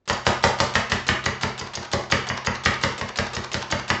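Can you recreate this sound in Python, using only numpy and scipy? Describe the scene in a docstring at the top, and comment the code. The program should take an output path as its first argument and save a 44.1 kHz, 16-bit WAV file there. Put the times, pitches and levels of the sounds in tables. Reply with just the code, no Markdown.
"""A plunger food chopper pounded on a board on a kitchen counter, nearly six strokes a second.
Each stroke: the palm slaps the knob, the blade turner scrapes, the blades crunch through food and clack
onto the board, the counter thumps. In the later strokes the spring rattles the plunger back to its stop.
A small hard kitchen rings after every blow, over a faint hush."""
import sys
import numpy as np
from scipy import signal
from scipy.fft import rfft, irfft, next_fast_len
from scipy.io import wavfile
from scipy.ndimage import uniform_filter1d

SR = 44100
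rng = np.random.default_rng(int(sys.argv[2]) if len(sys.argv) > 2 else 0)


def digitize_waveform(pressure):
    """Quantize a signal to 16-bit integers and store it at the path in sys.argv[1].

    Rows of a 2-D input are taken as channels; values are limited to [-1, 1].
    """
    field = np.atleast_2d(pressure).T
    bounded = np.clip(field, -1, 1)
    quanta = np.round(bounded * 32767).astype(np.int16)
    wavfile.write(sys.argv[1], SR, quanta)


N = 176400
AGE_S = np.arange(N // 8) / SR  # time base of one short sound

# blades hit the board; band gains, low to high: start_s, thump_db, knock_db, clack_db, crack_db
BLOWS = [(0.098,-30,-25,-19,-25),(.266,-24,-19,-15,-20),(.439,-23.5,-16.5,-16,-18.5),(.602,-27,-21.5,-18,-19.5),(0.7537,-27,-25.5,-13,-22.5),(.919,-27,-28,-16.5,-23.5),
         (1.089,-25.5,-28,-12.5,-23),(1.261,-28.5,-30.5,-18,-29),(1.433,-28,-26,-20,-27),(1.612,-38,-35,-32.5,-37.5),(1.773,-37,-36.5,-32.5,-40),(1.934,-27,-23.5,-24,-25),
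         (2.122,-25,-27.5,-12.5,-22.5),(2.3001,-32,-31.5,-21,-43),(2.471,-27.5,-27.5,-19,-42.5),(2.659,-24.5,-27,-12.5,-22),(2.836,-27,-27,-16.5,-22),(3.012,-32.5,-30.5,-24,-32.5),
         (3.187,-27.5,-27,-18.5,-24),(3.366,-31.5,-34,-26,-30),(3.5425,-30,-31,-22,-24.5),(3.723,-28,-27,-18.5,-27.5),(3.9017,-28,-27.5,-15,-23)]


def amp(db):
    return 10 ** (np.asarray(db) / 20)


def fade(t60_s):
    return amp(-60 * AGE_S / t60_s)


def noise():
    return rng.standard_normal(len(AGE_S))


def unit(x):
    """Scale to the energy of 10 ms at full level."""
    return x / np.sqrt(np.sum(x ** 2) / (SR / 100))


def add(track, start_s, sound):
    i = max(int(start_s * SR), 0)
    track[i:i + len(sound)] += sound[:max(len(track) - i, 0)]


def colour(x, points):
    """Minimum-phase filter through (freq_hz, gain_db) points."""
    n = next_fast_len(len(x) + 4096, True)
    freq_hz, gain_db = np.array(points, float).T
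    bin_hz = np.arange(n // 2 + 1) * SR / n
    gain = amp(np.interp(np.log(bin_hz + 1), np.log(freq_hz), gain_db))
    cepstrum = irfft(np.log(gain), n)
    cepstrum[1:n // 2] *= 2
    cepstrum[n // 2 + 1:] = 0
    return irfft(rfft(x, n) * np.exp(rfft(cepstrum)), n)[:len(x)]


def whiten(x, bins):
    """Level the broad peaks and dips of a burst's spectrum."""
    spectrum = rfft(x)
    power = uniform_filter1d(abs(spectrum) ** 2, bins)
    return irfft(spectrum / np.sqrt(power + 1e-12), len(x))


def grit(rough_db):
    """Noise whose level jumps about every millisecond as parts catch and slip."""
    return noise() * amp(rough_db * np.repeat(noise(), 40)[:len(AGE_S)])


def ring(modes, detune=0, scatter_db=0):
    """Decaying sine modes, with optional random spread of pitch and level."""
    draws = rng.standard_normal((len(modes), 2))
    return sum(amp(db + scatter_db * a) * fade(t60_s) * np.sin(2 * np.pi * hz * (1 + detune * b) * AGE_S)
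               for (hz, db, t60_s), (a, b) in zip(modes, draws))


def bursts(events, envelope, spectrum, rough_db):
    """One gritty burst per (start_s, level_db) row."""
    out = np.zeros(N)
    for start_s, level_db in events:
        add(out, start_s, amp(level_db) * unit(colour(grit(rough_db) * envelope, spectrum)))
    return out


def blades():
    """Each blow cracks, rings the cup and crunches the food; the food shifts the blow's colour."""
    # modes of cup, blades and board: pitch_hz, level_db, t60_s
    cup_modes = [(513,-13.5,0.044),(595,-0.5,0.045),(680,-1,0.033),(898,-8.5,0.038),(1140,1.5,0.0083),(1297,-7,0.014),(1598,-8,0.0092),(1870,-6.5,0.023),(1960,-7,0.019),(2173,-9.5,0.015),(2933,-7.5,0.019),(3833,-7,0.012),(4306,-10.5,0.02),(6050,-26,.014)]
    # blade impact spectrum: freq_hz, gain_db
    crack_eq = [(120,-7.5),(300,-9.5),(600,13),(1200,8.5),(1900,5),(2600,0),(4000,4.5),(5500,5.5),(7500,-10),(10000,-65)]
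    # food shearing spectrum: freq_hz, gain_db
    crunch_eq = [(250,-13),(550,4),(800,7),(1400,0),(2200,-6),(3200,-2.5),(5000,-1.5),(7500,-2.5),(10000,-32)]
    rise_s, contact_s = 0.00023, 0.0024
    crunch_db, crunch_db_per_s = -2.5, -1.15  # quieter as the food gets finer
    chatter = amp(-5) * fade(t60_s=0.037)
    landing = np.minimum(AGE_S / rise_s, 1) * (1 / (1 + (AGE_S / contact_s) ** 4) + chatter)
    out = np.zeros(N)
    for start_s, thump_db, knock_db, clack_db, crack_db in BLOWS:
        contact = whiten(noise() * landing, bins=200) * (AGE_S < 0.1)
        cup = signal.fftconvolve(ring(cup_modes, detune=0.011, scatter_db=1.5), contact)[:len(AGE_S)]
        crack = unit(colour(contact, crack_eq))
        shear = whiten(grit(rough_db=3) * fade(t60_s=0.27), bins=50) * (AGE_S < 0.3)
        crunch = amp(crunch_db + crunch_db_per_s * start_s) * unit(colour(shear, crunch_eq))
        blow_eq = [(400, thump_db), (560, knock_db), (700, knock_db),
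                   (1850, clack_db), (2900, clack_db), (4200, crack_db)]
        add(out, start_s, colour(amp(-1) * unit(cup) + crack + crunch, blow_eq))
    return out


def plunger():
    """The palm slaps the knob, the blade turner scrapes its track, the spring rattles the plunger back."""
    # palm meets knob, plunger slides down: start_s, level_db
    slaps = [(.056,-57.5),(.077,-30.5),(.252,-37),(.426,-34.5),(.587,-32),(.738,-32),(.898,-30),(1.067,-30),(1.240,-31.5),(1.411,-30.5),(1.578,-33),(1.735,-32.5),(1.9155,-31.5),
             (2.1005,-32.5),(2.269,-31),(2.448,-32),(2.636,-32),(2.812,-33),(2.979,-31.5),(3.158,-31),(3.333,-30.5),(3.516,-31.5),(3.701,-32.5),(3.880,-31.5)]
    # slap spectrum: freq_hz, gain_db
    slap_eq = [(50,-9),(120,2.5),(400,-5.5),(1200,1),(2400,-2.5),(4000,-0.5),(6000,-9),(8000,-10)]
    # turner scrapes, plus one early bounce of the plunger at 0.128 s: start_s, level_db
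    scrapes = [(.087,-24.5),(.128,-25.5),(.261,-31),(.434,-25),(.594,-38),(.748,-27.5),(.914,-29),(1.080,-23.5),(1.257,-21),(1.425,-26),(1.593,-24.5),(1.753,-21),(1.928,-22),
               (2.114,-17.5),(2.287,-23),(2.4635,-20.5),(2.651,-20.5),(2.828,-26),(2.994,-35),(3.172,-24.5),(3.349,-25),(3.5305,-25.5),(3.712,-21),(3.893,-29)]
    # scrape spectrum: freq_hz, gain_db
    scrape_eq = [(500,-2),(2000,-11.5),(3200,6),(4100,-0.5),(4700,12.5),(5600,2),(6700,11),(8000,-16)]
    # plunger reaches its stop: peak_s, level_db
    returns = [(1.674,-34),(1.833,-33),(1.855,-34.5),(2.041,-38.5),(2.378,-26.5),(2.556,-28.5),(2.744,-28),(2.926,-33.5),(3.094,-30),(3.269,-30.5),(3.447,-29.5),(3.628,-27.5),(3.798,-29)]
    # rattle spectrum: freq_hz, gain_db
    rattle_eq = [(100,-14),(500,-8.5),(1100,6),(2000,-1),(3000,-3),(4600,-3),(6000,-6.5),(8000,-16)]
    scrape_s, return_rise_s, return_t60_s = 0.008, 0.007, 0.015
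    slap = bursts(slaps, fade(t60_s=0.1), slap_eq, rough_db=2.5)
    scrape = bursts(scrapes, 1 / (1 + (AGE_S / scrape_s) ** 6), scrape_eq, rough_db=2)
    lead_s = 4 * return_rise_s
    from_peak_s = AGE_S - lead_s
    swell = np.exp(np.minimum(from_peak_s / return_rise_s, -from_peak_s * np.log(1000) / return_t60_s))
    rattle = bursts([(peak_s - lead_s, db) for peak_s, db in returns], swell, rattle_eq, rough_db=3)
    return amp(2) * slap + amp(-6) * scrape + amp(-1.5) * rattle


def counter():
    """The counter heaves under each blow; the thump echoes and leaves a low boom."""
    # counter top modes: pitch_hz, level_db, t60_s, lag_s
    top_modes = [(99.3,10,0.03,.0),(195.2,10,0.022,.003)]
    # low modes of cabinet and room: pitch_hz, level_db, t60_s
    boom_modes = [(60,-16,0.39),(94,-14,0.2),(128.5,-7.5,0.65),(170,-25,0.17),(198.6,-9.5,0.49),(232,-14,0.42)]
    # inverted rebounds from hard surfaces: delay_s, gain_db
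    echoes = [(.0198,-4),(.0285,-4)]
    thump_lag_s, heave_rise_s, boom_rise_s = 0.0019, 0.00934, 0.043
    heave, out = np.zeros(len(AGE_S)), np.zeros(N)
    for pitch_hz, level_db, t60_s, lag_s in top_modes:
        add(heave, lag_s, ring([(pitch_hz, level_db, t60_s)]) * np.minimum(AGE_S / heave_rise_s, 1) ** 2)
    heave = unit(heave)
    thump = heave + ring(boom_modes) * np.minimum(AGE_S / boom_rise_s, 1)
    for delay_s, gain_db in echoes:
        add(thump, delay_s, -amp(gain_db) * heave)
    for start_s, thump_db, *_ in BLOWS:
        add(out, start_s + thump_lag_s, amp(thump_db + 4) * thump)
    return out


def kitchen_response():
    """Near cupboards answer at once; ceiling and far walls come later, hold briefly and die away."""
    # far decay by band: freq_hz, t60_s
    decay = [(100,0.4),(500,0.3),(1200,0.42),(2500,0.44),(5000,0.37),(8000,0.39)]
    # reflection spectrum: freq_hz, gain_db
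    walls_eq = [(60,-4),(200,-10),(350,9.5),(600,3),(1100,-0.5),(2000,-2.5),(3500,-5.5),(5500,-6.5),(8000,-13.5)]
    far_delay_s, build_s, hold_s = 0.011, 0.01, 0.037
    band_hz, band_t60_s = np.array(decay).T
    spectrum = rfft(noise())
    bin_hz = np.linspace(1, SR / 2, len(spectrum))
    band_position = np.interp(np.log(bin_hz), np.log(band_hz), np.arange(len(band_hz)))
    dying_s = np.maximum(AGE_S - far_delay_s - hold_s, 0)
    tail = np.zeros(len(AGE_S))
    for k, t60_s in enumerate(band_t60_s):
        band = irfft(spectrum * np.maximum(1 - abs(band_position - k), 0), len(AGE_S))
        tail += band * amp(-60 * dying_s / t60_s)
    far = unit(tail * np.clip((AGE_S - far_delay_s) / build_s, 0, 1))
    near = unit(noise() * fade(t60_s=0.12) * np.minimum(AGE_S / build_s, 1))
    taper = np.clip(4 - 5 * AGE_S / AGE_S[-1], 0, 1)
    echoes = whiten(far + amp(0.5) * near, bins=12) * taper
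    return amp(2.5) * colour(echoes / np.linalg.norm(echoes), walls_eq)


def kitchen(send):
    """Room reverb; the cook's moving body keeps shifting half of the echo power."""
    sway_hz = 1.305
    phase = 2 * np.pi * sway_hz * np.arange(N) / SR
    weights = np.sqrt(0.5) * np.array([np.ones(N), np.cos(phase), np.sin(phase)])
    return sum(signal.fftconvolve(send * weight, kitchen_response())[:N] for weight in weights)


def nook(send):
    """Standing waves between cupboards, wall and counter."""
    # nook modes: pitch_hz, level_db, t60_s
    modes = [(462,-4,0.52),(557,-3.5,0.53),(562,-2.5,0.23),(745,-2.5,0.89),(846,-2,.35),(932,0.5,.4),(1099,2,.45),(1123,-2.5,.35),(1280,-10.5,.35),(1700,-10.5,.4),(1750,-6.5,.35),(1750,-3,0.53),(1960,-7.5,0.64)]
    return signal.fftconvolve(send, ring(modes))[:N]


def hush():
    """Steady low background noise, unit RMS."""
    # background spectrum: freq_hz, gain_db
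    hush_eq = [(30,15.5),(100,-8.5),(400,-11.5),(2000,-27.5),(8000,-42.5)]
    air = colour(rng.standard_normal(N), hush_eq)
    return air / air.std()


def scene():
    """Chopper and counter in the kitchen, over a faint hush; mono."""
    chopper = blades() + plunger()
    thumps = counter()
    room = kitchen(chopper + amp(-8) * thumps) + amp(-58.5) * nook(chopper)
    return (chopper + thumps + room + amp(-60) * hush())[None]


def record(dry):
    """Thin the deep bass, round the loudest peaks, cut the top."""
    low_cut_hz, stopband_hz = 48, 9100
    highpass = signal.butter(4, low_cut_hz, "high", fs=SR, output="sos")
    lowpass = signal.cheby2(14, 70, stopband_hz, fs=SR, output="sos")
    rounded = np.tanh(signal.sosfilt(highpass, dry))
    return signal.sosfilt(lowpass, rounded)


dry = scene()
out = record(dry)
digitize_waveform(out)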